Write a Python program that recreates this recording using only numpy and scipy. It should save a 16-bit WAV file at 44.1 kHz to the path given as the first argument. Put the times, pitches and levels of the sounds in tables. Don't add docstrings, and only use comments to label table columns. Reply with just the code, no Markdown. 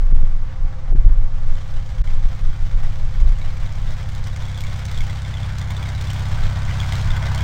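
import sys
import numpy as np
from scipy import signal
from scipy.fft import rfft, irfft, next_fast_len
from scipy.io import wavfile
from scipy.ndimage import uniform_filter1d, map_coordinates

SR = 44100
rng = np.random.default_rng(int(sys.argv[2]) if len(sys.argv) > 2 else 0)


def wav_record(signal):
    frames = np.transpose(np.atleast_2d(signal))
    bounded = np.clip(frames, -1, 1)
    quanta = np.round(bounded * 32767).astype(np.int16)
    wavfile.write(sys.argv[1], SR, quanta)


N = 327663
TIME = np.arange(N) / SR

# frequency_hz, relative_db
FIELD_SPECTRUM = [(40, 7), (150, -2), (300, 2.5), (430, -6), (600, -4), (1250, -3), (2500, -15),
                  (6000, -16), (10000, -29), (15500, -42)]
# frequency_hz, relative_db
SIDE_SPECTRUM = [(30, 33), (300, -7.5), (600, -2.5), (3000, -31.5), (15000, -41.5)]
# frequency_hz, relative_db
EDDY_SPECTRUM = [(5, 8), (11, 13), (22, -5), (35, -4.5), (50, -6.5), (80, -21.5), (150, -33), (300, -66),
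                 (1000, -108)]
# time_s, level_db
BREEZE_LEVEL = [(0, -21.5), (3.4, -21), (4.3, -22.5), (5.4, -28.5), (7.43, -24.5)]
# crest_s, length_s, level_db, rocking_hz
MIC_GUSTS = [(0.044, 0.25, -7, 28), (0.148, 0.084, 0.5, 19.45), (0.232, 0.12, -1, 16.09),
             (0.345, 0.11, -9, 18.74), (0.428, 0.08, -8.5, 16), (0.647, 0.066, -6.5, 22),
             (0.928, 0.11, -5.5, 25), (0.99, 0.026, 2, 20.74), (1.064, 0.045, 1.5, 24.98),
             (1.115, 0.032, 0, 19.92), (1.184, 0.04, -0.5, 19.6), (1.239, 0.06, -5.5, 15.73),
             (1.34, 0.06, -5, 15.72), (1.42, 0.087, -14, 16.11), (1.499, 0.14, -5.5, 14),
             (1.772, 0.08, -9, 14), (2.006, 0.021, -2, 22), (2.144, 0.18, -6.5, 15.04),
             (2.252, 0.04, -2.5, 19), (2.465, 0.082, -4, 17), (2.627, 0.074, -9, 21),
             (2.753, 0.038, -1, 21), (2.855, 0.1, -7.5, 13.86), (3.019, 0.13, -8, 13.44),
             (3.185, 0.05, -6.5, 21.9), (3.223, 0.025, -1, 20.4), (3.264, 0.025, -1.5, 24.2),
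             (3.315, 0.065, -4, 20.7), (3.453, 0.13, -12, 14.66), (3.622, 0.048, -10, 18),
             (3.883, 0.22, -17, 18), (4.192, 0.083, -17, 15), (4.608, 0.11, -18.5, 15),
             (5.009, 0.088, -9.5, 16), (6.372, 0.14, -16, 18), (6.439, 0.095, -9.5, 20),
             (6.65, 0.11, -16.5, 13), (7.105, 0.087, -11, 23)]
# crest_s, level_db, upper_edge_hz, side_db
EDDY_THUDS = [(0.125, -26.5, 230, -12), (0.166, -16, 80, -39), (0.236, -20.5, 150, -41),
              (0.649, -19, 69, -39), (0.925, -28.5, 297, -5), (0.954, -18, 100, -5), (1.055, -18, 140, -31),
              (1.07, -30.5, 188, -35), (1.098, -33, 250, -34), (1.192, -28.5, 121, -33),
              (2.253, -24, 62, -34), (2.486, -24, 61.7, -40), (2.633, -24, 70, -37),
              (2.752, -22.5, 70, -40), (3.249, -34, 220, -37)]
# centre_s, length_s, depth_db
MIC_STALLS = [(0.134, 0.021, -14), (0.94, 0.03, -37), (2.031, 0.017, -25)]
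# time_s, lag_ms
GROUND_LAG = [(0, 9.77), (3.9, 9.82), (5, 10.05), (6, 10.25), (7.43, 10.8)]
# time_s, gain_db
TREBLE_SWING = [(0, -14), (.8, -19), (1.12, -25.5), (1.52, -1), (3.0, -1), (3.95, 1), (4.3, 0), (4.95, 6),
                (5.35, -2.5), (5.8, -4.5), (6.08, 2.5), (6.5, -3), (6.93, 2.5), (7.15, -4.5), (7.43, -5.5)]
# frequency_hz, relative_db
RUSH_SPECTRUM = [(150, 7.5), (300, -3.5), (420, -4.5), (650, 3), (1000, 0.5), (1600, 0), (2200, -1),
                 (2650, -6.5), (3300, -4), (4300, -9), (5500, -10.5), (8000, -17.5), (10000, -21),
                 (15500, -27)]
# time_s, gain_db
AIR_SWELL = [(0, 1), (1.2, -0.5), (2.6, -0.5), (4.5, 0), (6, 2), (7, 1.9), (7.43, 2.5)]
# time_s, turns_per_s
CRANK_SPEED = [(0.3, 32.741), (1.3, 32.572), (2.0, 32.799), (2.75, 32.885), (3.55, 32.472), (4.15, 33.146),
               (4.7, 32.361), (5.15, 32.968), (5.8, 32.765), (6.3, 32.786), (6.7, 32.997)]
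# pitch_hz, width_hz, level_db
WHINE_TONES = [(509.8, 11.13, -62.5), (529.7, 7, -59.5), (611, 9, -72), (805, 5, -62.5), (1151, 16, -62)]
# centre_hz, width_hz, relative_db
PIPE_RESONANCES = [(967, 300, -1.5), (1514, 206, -1.5)]
# frequency_hz, relative_db
PUFF_SPECTRUM = [(400, -9), (900, -11.5), (1700, -12), (2100, -3), (2650, -19), (3400, -1), (4200, 3),
                 (5500, 1.5), (7200, 2), (9000, -3.5), (12500, -13.5), (15500, -28)]
# frequency_hz, relative_db
SNAP_SPECTRUM = [(1500, -13), (3500, 5.5), (7200, -4.5), (10000, -7.5), (15500, -5)]
# near_s, high_whistle_db, high_whistle_hz, low_whistle_db, hiss_db
EXHAUST_CRACKS = [(3.415, -40.5, 3840, -43, -53), (2.077, -42, 3205, -40.5, -50),
                  (4.091, -50, 3380, -50, -43.5), (4.119, -45, 3090, -44, -44), (4.24, -46, 3490, -50, -43),
                  (4.152, -44, 3490, -50, -41.5), (4.272, -42, 3410, -47, -40.5),
                  (4.36, -48, 3390, -39, -40), (4.455, -38, 3434, -57, -44), (4.545, -37.5, 3480, -52, -45),
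                  (4.637, -47, 3570, -34, -40), (4.883, -39, 3880, -41, -46), (4.945, -37, 3474, -56, -44),
                  (4.575, -35, 3430, -57, -41.5), (4.606, -39, 3520, -43, -37),
                  (4.853, -44, 3526, -42, -36), (4.975, -32.5, 3370, -49, -42),
                  (5.005, -36, 3440, -32, -39), (5.097, -39, 3395, -35, -42), (5.248, -37, 3490, -36, -47),
                  (5.339, -35.5, 3410, -37, -46), (5.368, -33.5, 3090, -49, -47),
                  (5.43, -34.5, 3410, -53, -45), (5.582, -42, 3450, -55, -36.5),
                  (5.612, -36, 3570, -35, -40), (5.704, -35, 3440, -35, -37), (5.766, -32, 3600, -50, -41),
                  (5.827, -34.5, 3360, -36, -40.5), (5.858, -38, 3840, -37.5, -46),
                  (5.888, -40, 3740, -39, -41), (6.132, -42, 3550, -45, -38.5), (6.68, -42, 3490, -34, -44),
                  (6.71, -37, 3035, -33, -43), (6.892, -38, 3150, -51, -43), (7.013, -36, 3330, -52, -39),
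                  (6.010, -37, 3700, -52, -36.5), (6.100, -33.5, 3020, -44, -36),
                  (6.800, -26, 3370, -39, -37.5), (6.832, -49, 3400, -32, -42),
                  (6.923, -32, 3420, -29.5, -34), (6.952, -33, 4020, -36, -36),
                  (7.105, -30, 3460, -36, -40), (7.165, -33, 3345, -34, -37.5),
                  (7.347, -40, 3660, -38, -33.5), (7.378, -31, 3120, -49, -36),
                  (7.407, -33, 3300, -34, -38)]
# crank_multiple, relative_db
PROPELLER_ORDERS = [(2, 5), (4, 0.5), (6, -16), (8, -32), (12, -35)]
# crank_multiple, relative_db
BOOM_ORDERS = [(1, -24), (2.5, -4.5), (3, 5.5), (3.5, -5), (4.5, -35.5), (5, -8), (5.5, -26), (6.5, -23),
               (7, -21), (9, -33), (11, -54.5)]
# crank_multiple, relative_db
LOPE_ORDERS = [(2.25, -26), (2.75, -16.5), (3.75, -20), (4.25, -39), (4.75, -21), (5.75, -35.5)]

START_DISTANCE_M, CLOSING_M_PER_S = 336.3, 28.75
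FIRING_TURN, BLADE_TURN, BOOM_TURN = .78, .02, 3.27
RUSH_DB, RUSH_GROWTH = -48, 1.26
RASP_DB, RASP_GROWTH = -69, 2.88
SPIT_DB, SPIT_GROWTH = -57, 2
DRONE_DB, DRONE_GROWTH = -31.5, 1.376
WHINE_GROWTH, LOPE_GROWTH = 0.13, 0.64
HIGH_WHISTLE_HZ, LOW_WHISTLE_HZ = 3403, 2130
SNAP_DELAY_S, SNAP_KNEE_DB, SNAP_STEEPENING = .001, -41.5, 0.73


def from_db(db):
    return 10 ** (np.asarray(db) / 20)


def rms_one(x):
    return x / np.sqrt(np.mean(x ** 2) + 1e-20)


def in_time(rows):
    time_s, *columns = np.transpose(rows)
    return [np.interp(TIME, time_s, column) for column in columns]


def shaped_noise(gain_at):
    size = next_fast_len(N)
    hz = np.maximum(np.fft.rfftfreq(size, 1 / SR), 1)
    return rms_one(irfft(rfft(rng.standard_normal(size)) * gain_at(hz), size)[:N])


def noise(spectrum):
    points_hz, db = np.transpose(spectrum)
    return shaped_noise(lambda hz: from_db(np.interp(np.log(hz), np.log(points_hz), db)))


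def drift(rate_hz):
    step = 32
    size = next_fast_len(N // step + 2)
    rolloff = np.exp(-(np.fft.rfftfreq(size, step / SR) / rate_hz) ** 2)
    slow = irfft(rfft(rng.standard_normal(size)) * rolloff, size)
    return np.interp(np.arange(N) / step, np.arange(size), rms_one(slow))


def bursts(starts_s, levels_db, rise_s):
    kicks = np.zeros(N)
    kicks[np.clip(np.round(starts_s * SR).astype(int), 0, N - 1)] = from_db(levels_db)
    decay = np.exp(-1 / (rise_s * SR))
    return signal.lfilter([0, np.e * decay / (rise_s * SR)], [1, -2 * decay, decay ** 2], kicks + 1e-18)


def airfield():
    return from_db(-49.5) * noise(FIELD_SPECTRUM)


def wind(rocking_db, eddy_db, wander):
    bells = (from_db(db) * np.exp(-(2 * (TIME - s) / length) ** 2) for s, length, db, _ in MIC_GUSTS)
    gusts = np.sqrt(sum(bell ** 2 for bell in bells))
    rocking_hz = in_time(MIC_GUSTS)[2] * np.exp(wander * drift(40.7))
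    rocking = rms_one(np.sin(2 * np.pi * (np.cumsum(rocking_hz) / SR + rng.random())))
    eddies = noise(EDDY_SPECTRUM)
    eddies /= np.sqrt(uniform_filter1d(eddies ** 2, size=3500) + 0.0083)
    eddy_gain = np.hypot(from_db(eddy_db) * gusts, from_db(in_time(BREEZE_LEVEL)[0]))
    rumble = from_db(rocking_db) * gusts * rocking + eddy_gain * eddies
    return signal.sosfilt(signal.butter(1, 5, "high", fs=SR, output="sos"), rumble)


def thuds(gain_db, rise_s, low_hz):
    out, age = np.zeros((2, N)), TIME[:SR // 5]
    envelope = age / rise_s * np.exp(1 - age / rise_s)
    for crest_s, db, edge_hz, side_db in EDDY_THUDS:
        dull = signal.butter(2, [low_hz, edge_hz], "band", fs=SR, output="sos")
        eddy = signal.sosfilt(dull, rng.standard_normal((2, 2 * len(age))))[:, len(age):] * envelope
        mid, side = eddy * np.linalg.norm(envelope) / np.linalg.norm(eddy, axis=1, keepdims=True)
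        thud = mid + from_db(side_db) * np.array([side, -side])
        start = int((crest_s - rise_s) * SR)
        out[:, start:start + len(age)] += from_db(db + gain_db) * thud
    return out


def mic_sensitivity():
    return from_db(sum(db * np.exp(-(2 * (TIME - s) / length) ** 8) for s, length, db in MIC_STALLS))


def nearness_db():
    distance_m = START_DISTANCE_M - CLOSING_M_PER_S * TIME
    return 20 * np.log10(START_DISTANCE_M / distance_m)


def over_ground(direct, share):
    lag_s = in_time(GROUND_LAG)[0] / 1000
    return direct + share * map_coordinates(direct, [(TIME - lag_s) * SR], order=3)


def treble_tilt(x, treble_db, edge_hz):
    low = signal.sosfiltfilt(signal.butter(2, edge_hz, fs=SR, output="sos"), x)
    return low + from_db(treble_db) * (x - low)


def engine_whine(waver_db):
    tones = 0
    for pitch_hz, width_hz, db in WHINE_TONES:
        phase = 2 * np.pi * np.cumsum(pitch_hz + width_hz / 2 * drift(13.6)) / SR
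        tones += from_db(db + waver_db * drift(25.0)) * rms_one(np.sin(phase))
    return tones


def rushing_air(turns, rush_db, chop, flutter_db):
    blades = 1 + chop * np.cos(4 * np.pi * (turns - FIRING_TURN))
    return from_db(rush_db + flutter_db * drift(58)) * blades * noise(RUSH_SPECTRUM)


def exhaust_rasp(turns, rasp_db, grain_db, pulsing):
    beat = 1 + pulsing * np.cos(4 * np.pi * (turns - FIRING_TURN))
    growl = 0
    for centre_hz, width_hz, db in PIPE_RESONANCES:
        ring = shaped_noise(lambda hz: 1 / (1 + (2 * (hz - centre_hz) / width_hz) ** 2))
        growl += from_db(db + grain_db * np.tanh(drift(37))) * ring
    return from_db(rasp_db) * beat * growl


def stack_whistle(firings_s, pitches_hz, smear):
    latest = np.clip(np.searchsorted(firings_s, TIME) - 1, 0, None)
    return rms_one(np.sin(2 * np.pi * np.cumsum(pitches_hz[latest]) / SR + smear * drift(240)))


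def exhaust_spit(turns, spit_db, snap_db, scatter_db, lope_db, sputter_db):
    count = np.arange(int(turns[-1]))
    firings_s = np.interp(count + FIRING_TURN, turns, TIME)
    chance = rng.uniform(-1, 1, (len(count), 6)).T
    level_db = np.interp(firings_s, TIME, spit_db) + scatter_db * chance[0] + lope_db * (-1) ** count
    hiss_db = level_db - 0.5
    high_db = level_db + 1 + 3 * chance[1]
    low_db = level_db - 1 + 4 * chance[2]
    high_hz = HIGH_WHISTLE_HZ * (1 + 0.13 * chance[3])
    low_hz = LOW_WHISTLE_HZ * (1 + 0.064 * chance[4])
    near_s, *cracks = np.transpose(EXHAUST_CRACKS)
    nearest = np.abs(firings_s[:, None] - near_s).argmin(axis=0)
    high_db[nearest], high_hz[nearest], low_db[nearest], hiss_db[nearest] = cracks
    sputter = from_db(sputter_db * np.tanh(drift(450)))
    puffs = bursts(firings_s, hiss_db - 0.5, rise_s=0.0019) * sputter * noise(PUFF_SPECTRUM)
    high = bursts(firings_s, high_db, rise_s=0.0014) * stack_whistle(firings_s, high_hz, smear=0.82)
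    low = bursts(firings_s, low_db, rise_s=0.0019) * stack_whistle(firings_s, low_hz, smear=0.71)
    front_db = hiss_db + snap_db + SNAP_STEEPENING * (hiss_db - SNAP_KNEE_DB) + 3 * chance[5]
    snaps = bursts(firings_s + SNAP_DELAY_S, front_db, rise_s=0.00033) * noise(SNAP_SPECTRUM)
    return puffs + snaps + high + low


def crank_pulses(orders, turns, pipe_q=0, pipe_order=3):
    pulses = 0
    for multiple, db in orders:
        pipe_phase = np.arctan(pipe_q * (multiple / pipe_order - pipe_order / multiple))
        pulses += from_db(db) * np.cos(2 * np.pi * multiple * turns - pipe_phase)
    return pulses


def drone(turns, drone_db, lope_db, waver_db, pipe_q):
    blades = -crank_pulses(PROPELLER_ORDERS, turns - BLADE_TURN)
    boom = crank_pulses(BOOM_ORDERS, turns - BOOM_TURN, pipe_q)
    boom += from_db(lope_db) * crank_pulses(LOPE_ORDERS, turns - BOOM_TURN, pipe_q)
    return rms_one(blades + boom * from_db(waver_db * drift(29))) * from_db(drone_db)


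def scene():
    turns = np.cumsum(in_time(CRANK_SPEED)[0]) / SR
    near_db, treble_db = nearness_db(), in_time(TREBLE_SWING)[0]
    spit_db = SPIT_DB + SPIT_GROWTH * near_db + treble_db
    spit = exhaust_spit(turns, spit_db, snap_db=2.0, scatter_db=3.5, lope_db=0.8, sputter_db=3.5)
    rasp = exhaust_rasp(turns, RASP_DB + RASP_GROWTH * near_db, grain_db=5.5, pulsing=0.16)
    rush_db = RUSH_DB + RUSH_GROWTH * near_db + in_time(AIR_SWELL)[0]
    rush = rushing_air(turns, rush_db, chop=0.17, flutter_db=2.02)
    rush = treble_tilt(rush, 0.44 * treble_db, edge_hz=2340)
    whine = from_db(WHINE_GROWTH * near_db) * engine_whine(waver_db=2.5)
    drone_db = DRONE_DB + DRONE_GROWTH * near_db
    throb = drone(turns, drone_db, LOPE_GROWTH * near_db, waver_db=1.25, pipe_q=2.3)
    aircraft = throb + over_ground(rush + rasp + whine, share=0.46) + over_ground(spit, share=0.55)
    mid = (airfield() + aircraft) * mic_sensitivity()
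    mid += wind(rocking_db=-2.5, eddy_db=-15.0, wander=0.1303)
    side = from_db(-72.5) * noise(SIDE_SPECTRUM)
    return np.array([mid + side, mid - side]) + thuds(gain_db=0.5, rise_s=0.0045, low_hz=39)


def record(dry):
    notch_hz, cutoff_hz = 11050, 15900
    coloured = signal.lfilter(*signal.iirnotch(notch_hz, Q=2.8, fs=SR), dry)
    rounded = coloured / (1 + coloured ** 8) ** (1 / 8)
    return signal.sosfilt(signal.ellip(10, .2, 90, cutoff_hz, fs=SR, output="sos"), rounded)


dry = scene()
out = record(dry)
wav_record(out)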